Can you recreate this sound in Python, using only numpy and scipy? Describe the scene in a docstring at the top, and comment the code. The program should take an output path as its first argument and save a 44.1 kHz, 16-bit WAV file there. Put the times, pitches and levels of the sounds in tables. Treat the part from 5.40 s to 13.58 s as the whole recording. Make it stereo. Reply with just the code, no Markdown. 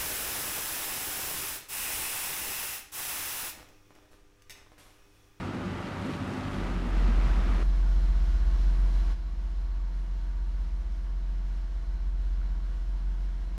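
"""A six-cylinder excavator roars across a street, bogging down under load while rubble slides and thuds.
From 1 s a hall fades in under it; the street cuts off at 2.2 s. In the hall, idling diesels, a pump and
a fan drone over a deep, beating 44 Hz hum, with valve clatter, air leaks and two late rattles.
Machines are tones locked to a shaft, debris and knocks are filtered impacts, air is shaped noise.
The hall level steps up at 1.5 s and back down at 3.7 s."""
import sys
import numpy as np
from scipy import signal
from scipy.fft import rfft, irfft, next_fast_len
from scipy.io import wavfile
from scipy.ndimage import uniform_filter1d

SR = 44100
rng = np.random.default_rng(int(sys.argv[2]) if len(sys.argv) > 2 else 0)


def dump(signal):
    """Clip the signal to [-1, 1] and save it as 16-bit WAV at the path in sys.argv[1]."""
    limited = np.clip(np.atleast_2d(signal).T, -1, 1)
    pcm = np.round(limited * 32767).astype(np.int16)
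    wavfile.write(sys.argv[1], SR, pcm)


N = 360718

# excavator tones, firing at order 6, pump at 36: cycle_order, relative_db
EXCAVATOR_TONES = [(3, -53.5), (6, -44.5), (9, -51.5), (12, -47.5), (16, -48.5), (18, -66), (22, -52.5),
                   (24, -61.5), (32, -59.5), (36, -55), (40, -65), (48, -61.5), (53, -64), (54, -62),
                   (59, -59.5), (72, -62), (75, -79), (79, -63), (92, -63.5), (124, -63.5), (144, -81)]
# engine bogging down: time_s, cycle_hz
ENGINE_SPEED = [(0, 16), (1.27, 16), (1.42, 14.85), (2.3, 14.85)]
# tones drown once it labours: time_s, low_gain_db, upper_gain_db
TONE_GAINS = [(0, 0, 1.5), (1.3, 1, 0.5), (1.42, -0.5, -13), (2.3, -3.5, -14)]
# engine roar: freq_hz, gain_db
ROAR_SPECTRUM = [(20, -23), (45, -15), (60, -7), (75, -3.5), (124, -4.5), (250, -6), (350, -10.5),
                 (470, -16), (700, -13), (1100, -15.5), (1270, -11.5), (1450, -16), (2770, -24),
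                 (7300, -41.5), (15000, -60)]
# street noise envelopes: time_s, roar_gain_db, rumble_gain_db, grit_gain_db, crunch_gain_db
STREET_GAINS = [(0, -41, -40, -65, -60), (0.15, -43, -37.5, -68, -57), (0.33, -42, -38.5, -67, -67),
                (0.5, -41.5, -41, -65.5, -56), (0.62, -42, -38.5, -62, -59), (0.72, -43, -36, -62, -54.5),
                (0.82, -43, -40, -65, -53), (0.9, -41, -37, -62, -55.5), (1.05, -42, -41, -61.5, -54.5),
                (1.2, -42.5, -36.5, -63, -54), (1.27, -40.5, -43, -65, -66), (1.36, -43, -37.5, -67, -54),
                (1.5, -43.5, -40, -65, -67), (1.62, -42.5, -38.5, -75, -60), (1.9, -42, -46.5, -70, -66),
                (2.22, -42.5, -38, -69, -64)]
# slabs landing: start_s, gain_db, pitch_hz
SLAB_HITS = [(0.253, -19, 182), (0.301, -24, 147), (0.398, -28, 157), (0.145, -22, 245), (0.17, -25, 97),
             (0.61, -22, 100), (0.8, -22, 100), (1.05, -27, 100), (0.615, -20, 200), (0.651, -18, 252),
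             (0.687, -23.5, 304), (0.741, -21.5, 197), (0.813, -21, 251), (0.878, -25, 204),
             (0.97, -23, 252), (1.07, -21, 247), (1.178, -23, 250), (1.241, -24, 190), (1.305, -26, 224),
             (1.454, -22, 240), (1.565, -23, 188), (1.68, -20, 225), (1.863, -20.5, 119), (1.924, -37, 140),
             (2.138, -26, 192)]
# pebble showers: start_s, gain_db
PEBBLE_FALLS = [(0.56, -62), (0.69, -57), (0.922, -54), (1.145, -64)]
# pebble impacts: freq_hz, gain_db
PEBBLE_SPECTRUM = [(800, -18), (2000, 2), (6000, -5), (12000, -16), (15500, -19)]

# hall levels all precede hall_gain()
# groups of close hum tones: pitch_hz, drift_hz_per_s, in_step_with_first_s
HUM_GROUPS = [
    [(44.42, 0, 5), (45.578, 0, 5.108)],
    [(60.785, 0, 5), (60.052, 0.102, 5.27), (58.206, 0, 5.025)],
    [(51.229, 0, 5), (50.54, -0.05, 5.08), (49.616, -0.04, 5.261)],
    [(25.615, 0, 5)],
]
# per group, per tone: level_db
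HUM_LEVELS = [
    [-25.5, -44],
    [-42.5, -41.5, -57],
    [-48.5, -50, -50.5],
    [-50],
]
# per idling machine: base_hz
MACHINE_RATES = [15.195, 25.62, 22.21, 334.9, 36.6, 195.4]
# tones per machine: order, level_db
MACHINE_TONES = [
    [(2, -53), (6, -59.5), (8, -68), (9, -65), (11, -63), (15, -69.5), (16, -68.5), (18, -73.5),
     (32, -73.5), (34, -72), (60, -69.5), (64, -71), (72, -73.5), (76, -77), (97, -74.5), (108, -78)],
    [(3, -57), (5, -54.5), (6, -61.5), (7, -54), (8, -65.5), (10, -74), (11, -65), (12, -69), (14, -74),
     (16, -76), (17, -79.5), (20, -73.5), (23, -80), (28, -73.5), (38, -76.5)],
    [(3, -59), (4, -59.5), (8, -65.5), (12, -76)],
    [(1, -58.5), (2, -63)],
    [(1, -50.5)],
    [(1, -60.5)],
]
# per machine, pump steadiest: waver_db
MACHINE_WAVERS = [2.2, 1.2, 0.62, 0.2, 1.4, 1.6]
# fan and valve noise: freq_hz, gain_db
AIR_SPECTRUM = [(20, -18), (33, -19.5), (60, -21.5), (80, -29.5), (102, -33), (112, -33.5), (140, -37.5),
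                (185, -35), (260, -39.5), (320, -38.5), (390, -42.5), (455, -40), (500, -42.5),
                (545, -40.5), (570, -42.5), (625, -44), (700, -41), (760, -41), (950, -40.5), (1040, -40.5),
                (1130, -42), (1330, -41), (1650, -43), (1950, -44), (2330, -46), (2550, -50), (3000, -48),
                (4600, -52.5), (5500, -52.5), (8300, -64), (10000, -67.5), (13500, -71), (14000, -75),
                (15300, -76)]
# its stereo width: freq_hz, side_gain_db
AIR_WIDTH = [(40, -50), (300, -20.5), (2000, -33), (4000, -17.5), (8000, -6.5), (14000, -6.5)]
# casing panel resonances: centre_hz, width_hz, level_db
CASING_PANELS = [(921, 85, -67.5), (1119, 80, -67), (1465, 65, -70.5), (1640, 110, -72)]
# loose metal: start_s, gain_db, centre_hz
LOOSE_RATTLES = [(7.015, -54, 1470), (7.245, -53, 1410)]
# air leaks: low_hz, high_hz, level_db
LEAK_BANDS = [(3800, 4410, -70.5), (4770, 5700, -81.5), (8750, 9840, -81)]

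STREET_CUT_S, CUT_FADE_S = 2.232, 0.0041
THUD_T60_S, CRUNCH_T60_S, SHOWER_T60_S, RATTLE_T60_S, ECHO_T60_S = 0.095, 0.094, 0.43, 0.29, 0.6
HALL_START_S, HALL_FADE_S, HALL_GAIN_DB = 1.03, 0.44, -4
BOOST_ON_S, BOOST_RISE_S, BOOST_OFF_S, BOOST_FALL_S, BOOST_DB = 1.52, 0.051, 3.72, 0.029, 7
TIME_S = np.arange(N) / SR


def excavator(roar_gain_db):
    """Uneven firings and pump tones over a roar that throbs six times a cycle."""
    cycle_hz, = curves(ENGINE_SPEED)
    low_db, upper_db = curves(TONE_GAINS)
    low, angle = shaft_tones(cycle_hz, EXCAVATOR_TONES[:8], drift=0.003, waver_db=2.8, waver_hz=25)
    upper, _ = shaft_tones(cycle_hz, EXCAVATOR_TONES[8:], drift=0.0012, waver_db=2.5, waver_hz=8)
    puffs = 1 + 0.1 * np.cos(6 * angle)
    roar = level(colour(puffs * rng.standard_normal(N), ROAR_SPECTRUM), 3.47)
    return undb(low_db) * low + undb(upper_db) * upper + undb(roar_gain_db) * roar


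def slab_thuds(rise_s=0.011, crunch_db=-18.5):
    """Slabs landing: a soft push into a short low ring, plus a crunch of broken stone."""
    out, t = np.zeros(N + SR), np.arange(SR // 4) / SR
    for start_s, db, hz in SLAB_HITS:
        ring = np.sin(2 * np.pi * hz * t) * (1 - np.exp(-t / rise_s)) * decay(t, THUD_T60_S)
        crunch = band(rng.standard_normal(len(t)), 280, 2780) * decay(t, CRUNCH_T60_S)
        start = int(start_s * SR)
        out[start:start + len(t)] += undb(db) * (ring + undb(crunch_db) * crunch)
    return out[:N]


def rubble(rumble_gain_db, grit_gain_db, crunch_gain_db):
    """Tumbling stone: dense impacts in a low, a high and a middle band."""
    rumble = level(band(grains(900, 2.0), 153, 362), -3.5) * undb(rumble_gain_db)
    grit = level(band(grains(5000, 0.82), 5300, 10700), -4) * undb(grit_gain_db + 1.2 * walk(25.1))
    crunch = level(band(grains(1500, 1.8), 1200, 3840), 0) * undb(crunch_gain_db + 2.7 * walk(14.16))
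    return rumble + grit + crunch


def pebble_showers(rise_s=0.012):
    """Bright sprays of pebbles that come at once and trickle away."""
    envelope = 0
    for start_s, db in PEBBLE_FALLS:
        age_s = np.maximum(TIME_S - start_s, 0)
        envelope += undb(db) * (1 - np.exp(-age_s / rise_s)) * decay(age_s, SHOWER_T60_S)
    return envelope * level(colour(grains(6000, 1.5), PEBBLE_SPECTRUM), 0)


def hums(waver_db=0.56):
    """Deep tones that beat as close neighbours drift in and out of step."""
    out = 0
    for group, levels_db in zip(HUM_GROUPS, HUM_LEVELS):
        first_hz = group[0][0]
        first_turns = first_hz * TIME_S + rng.random()
        for (hz, drift_hz_per_s, in_step_s), db in zip(group, levels_db):
            since_s = TIME_S - in_step_s
            turns = first_turns + (hz - first_hz) * since_s + drift_hz_per_s * since_s ** 2 / 2
            out += np.sqrt(2) * undb(db + waver_db * walk(2.5)) * np.sin(2 * np.pi * turns)
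    return out


def idling_machines():
    """Diesels, pump and fan, each droning at multiples of its own near-steady rate."""
    return sum(shaft_tones(hz, tones, drift=0.0004, waver_db=waver_db, waver_hz=4)[0]
               for hz, tones, waver_db in zip(MACHINE_RATES, MACHINE_TONES, MACHINE_WAVERS))


def fan_and_valve_noise(mid_db=-47.5):
    """Reverberant stereo noise; the treble clatters a little and spreads wide."""
    clatter = undb(walk(20) + 0.32 * walk(10))
    steady, wide = rng.standard_normal((2, N))
    treble_flicker = colour((clatter - 1) * steady, [(800, -25), (3000, -3)])
    mid = colour(reflections(steady + treble_flicker), AIR_SPECTRUM)
    side = colour(clatter * wide, AIR_SPECTRUM, AIR_WIDTH)
    return stereo(mid, side) * undb(mid_db) / np.std(mid)


def valve_knocks(swell_db=1.6, swell_hz=7):
    """Dense small knocks ring the casing panels; each panel swells on its own."""
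    knocks, out = grains(2500, 1.0), 0
    for hz, width_hz, db in CASING_PANELS:
        ring = level(band(knocks, hz - width_hz / 2, hz + width_hz / 2), db)
        out += ring * undb(swell_db * walk(swell_hz))
    return out


def rattles(edge_ratio=1.15):
    """Short runs of small knocks on loose sheet metal."""
    knocks, out = grains(900, 2.2), 0
    for start_s, db, hz in LOOSE_RATTLES:
        envelope = (TIME_S > start_s) * decay(np.abs(TIME_S - start_s), RATTLE_T60_S)
        out += envelope * level(band(knocks, hz / edge_ratio, hz * edge_ratio), db)
    return out


def air_leaks(flutter_db=2.0, flutter_hz=11):
    """Escaping air: fluttering bands of hiss, nearly mono."""
    mid, side = rng.standard_normal((2, N))
    noise, out = stereo(mid, 0.13 * side), 0
    for low_hz, high_hz, db in LEAK_BANDS:
        hiss = band(band(noise, low_hz, high_hz), low_hz, high_hz)
        out += level(hiss, db) * undb(flutter_db * walk(flutter_hz))
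    return out


def reflections(x, wet=0.33):
    """Hall reflections add many small fixed spectral peaks and dips."""
    t = np.arange(SR // 2) / SR
    tail = rng.standard_normal(len(t)) * decay(t, ECHO_T60_S)
    return x + wet * signal.fftconvolve(x, tail / np.linalg.norm(tail))[:N]


def hall_gain():
    """Eased fade-in, then a boost switched on and off."""
    fade = np.sin(np.pi / 2 * ramp(HALL_START_S, HALL_FADE_S))
    boost = ramp(BOOST_ON_S, BOOST_RISE_S) - ramp(BOOST_OFF_S, BOOST_FALL_S)
    return fade * undb(HALL_GAIN_DB + BOOST_DB * boost)


def shaft_tones(hz, tones, drift, waver_db, waver_hz):
    """Wavering tones locked to one wandering shaft; returns sound and cycle angle in radians."""
    angle = 2 * np.pi * np.cumsum(hz * (1 + drift * walk(1.502))) / SR
    wavers_db = [waver_db * walk(waver_hz) for _ in range(3)]
    out = 0
    for i, (order, db) in enumerate(tones):
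        out += np.sqrt(2) * undb(db + wavers_db[i % 3]) * np.sin(order * angle + 2 * np.pi * rng.random())
    return out, angle


def grains(per_s, scatter_db):
    """Random impacts, many small and a few large."""
    return (rng.random(N) < per_s / SR) * undb(scatter_db * rng.exponential(size=N)) * rng.standard_normal(N)


def walk(rate_hz):
    """Random steps, smoothed twice; unit spread."""
    hold = int(SR / rate_hz)
    steps = np.repeat(rng.standard_normal(N // hold + 1), hold)
    smooth = uniform_filter1d(uniform_filter1d(steps, hold), hold)[:N]
    return smooth / np.std(smooth)


def colour(x, *spectra):
    """Filter by (freq_hz, gain_db) points joined on a log axis."""
    size = next_fast_len(N)
    log_hz = np.log(np.arange(size // 2 + 1) * SR / size + 1e-9)
    db = sum(np.interp(log_hz, np.log(hz), gain_db) for hz, gain_db in map(np.transpose, spectra))
    return irfft(rfft(x, size) * undb(db), size)[:N]


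def curves(table):
    """One linearly interpolated curve per column after time_s."""
    time_s, *columns = np.transpose(table)
    return [np.interp(TIME_S, time_s, column) for column in columns]


def band(x, low_hz, high_hz):
    return signal.sosfilt(signal.butter(2, [low_hz, high_hz], "band", fs=SR, output="sos"), x)


def ramp(start_s, length_s):
    return np.clip((TIME_S - start_s) / length_s, 0, 1)


def decay(age_s, t60_s):
    return np.exp(-np.log(1000) * age_s / t60_s)


def stereo(mid, side):
    return np.array([mid + side, mid - side])


def level(x, rms_db):
    return x * undb(rms_db) / np.sqrt(np.mean(x ** 2))


def undb(db):
    return 10 ** (np.asarray(db) / 20)


def scene():
    """Mono street, cut off short, overlapping the stereo hall."""
    roar_gain_db, *rubble_gains_db = curves(STREET_GAINS)
    street = excavator(roar_gain_db) + slab_thuds() + rubble(*rubble_gains_db) + pebble_showers()
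    street_gain = 1 - ramp(STREET_CUT_S - CUT_FADE_S / 2, CUT_FADE_S)
    hall = hums() + idling_machines() + fan_and_valve_noise() + valve_knocks() + rattles() + air_leaks()
    return street_gain * street + hall_gain() * hall


def record(dry):
    """Steep low-pass at 14.8 kHz."""
    return signal.sosfilt(signal.ellip(8, 0.2, 70, 14800, fs=SR, output="sos"), dry)


dry = scene()
out = record(dry)
dump(out)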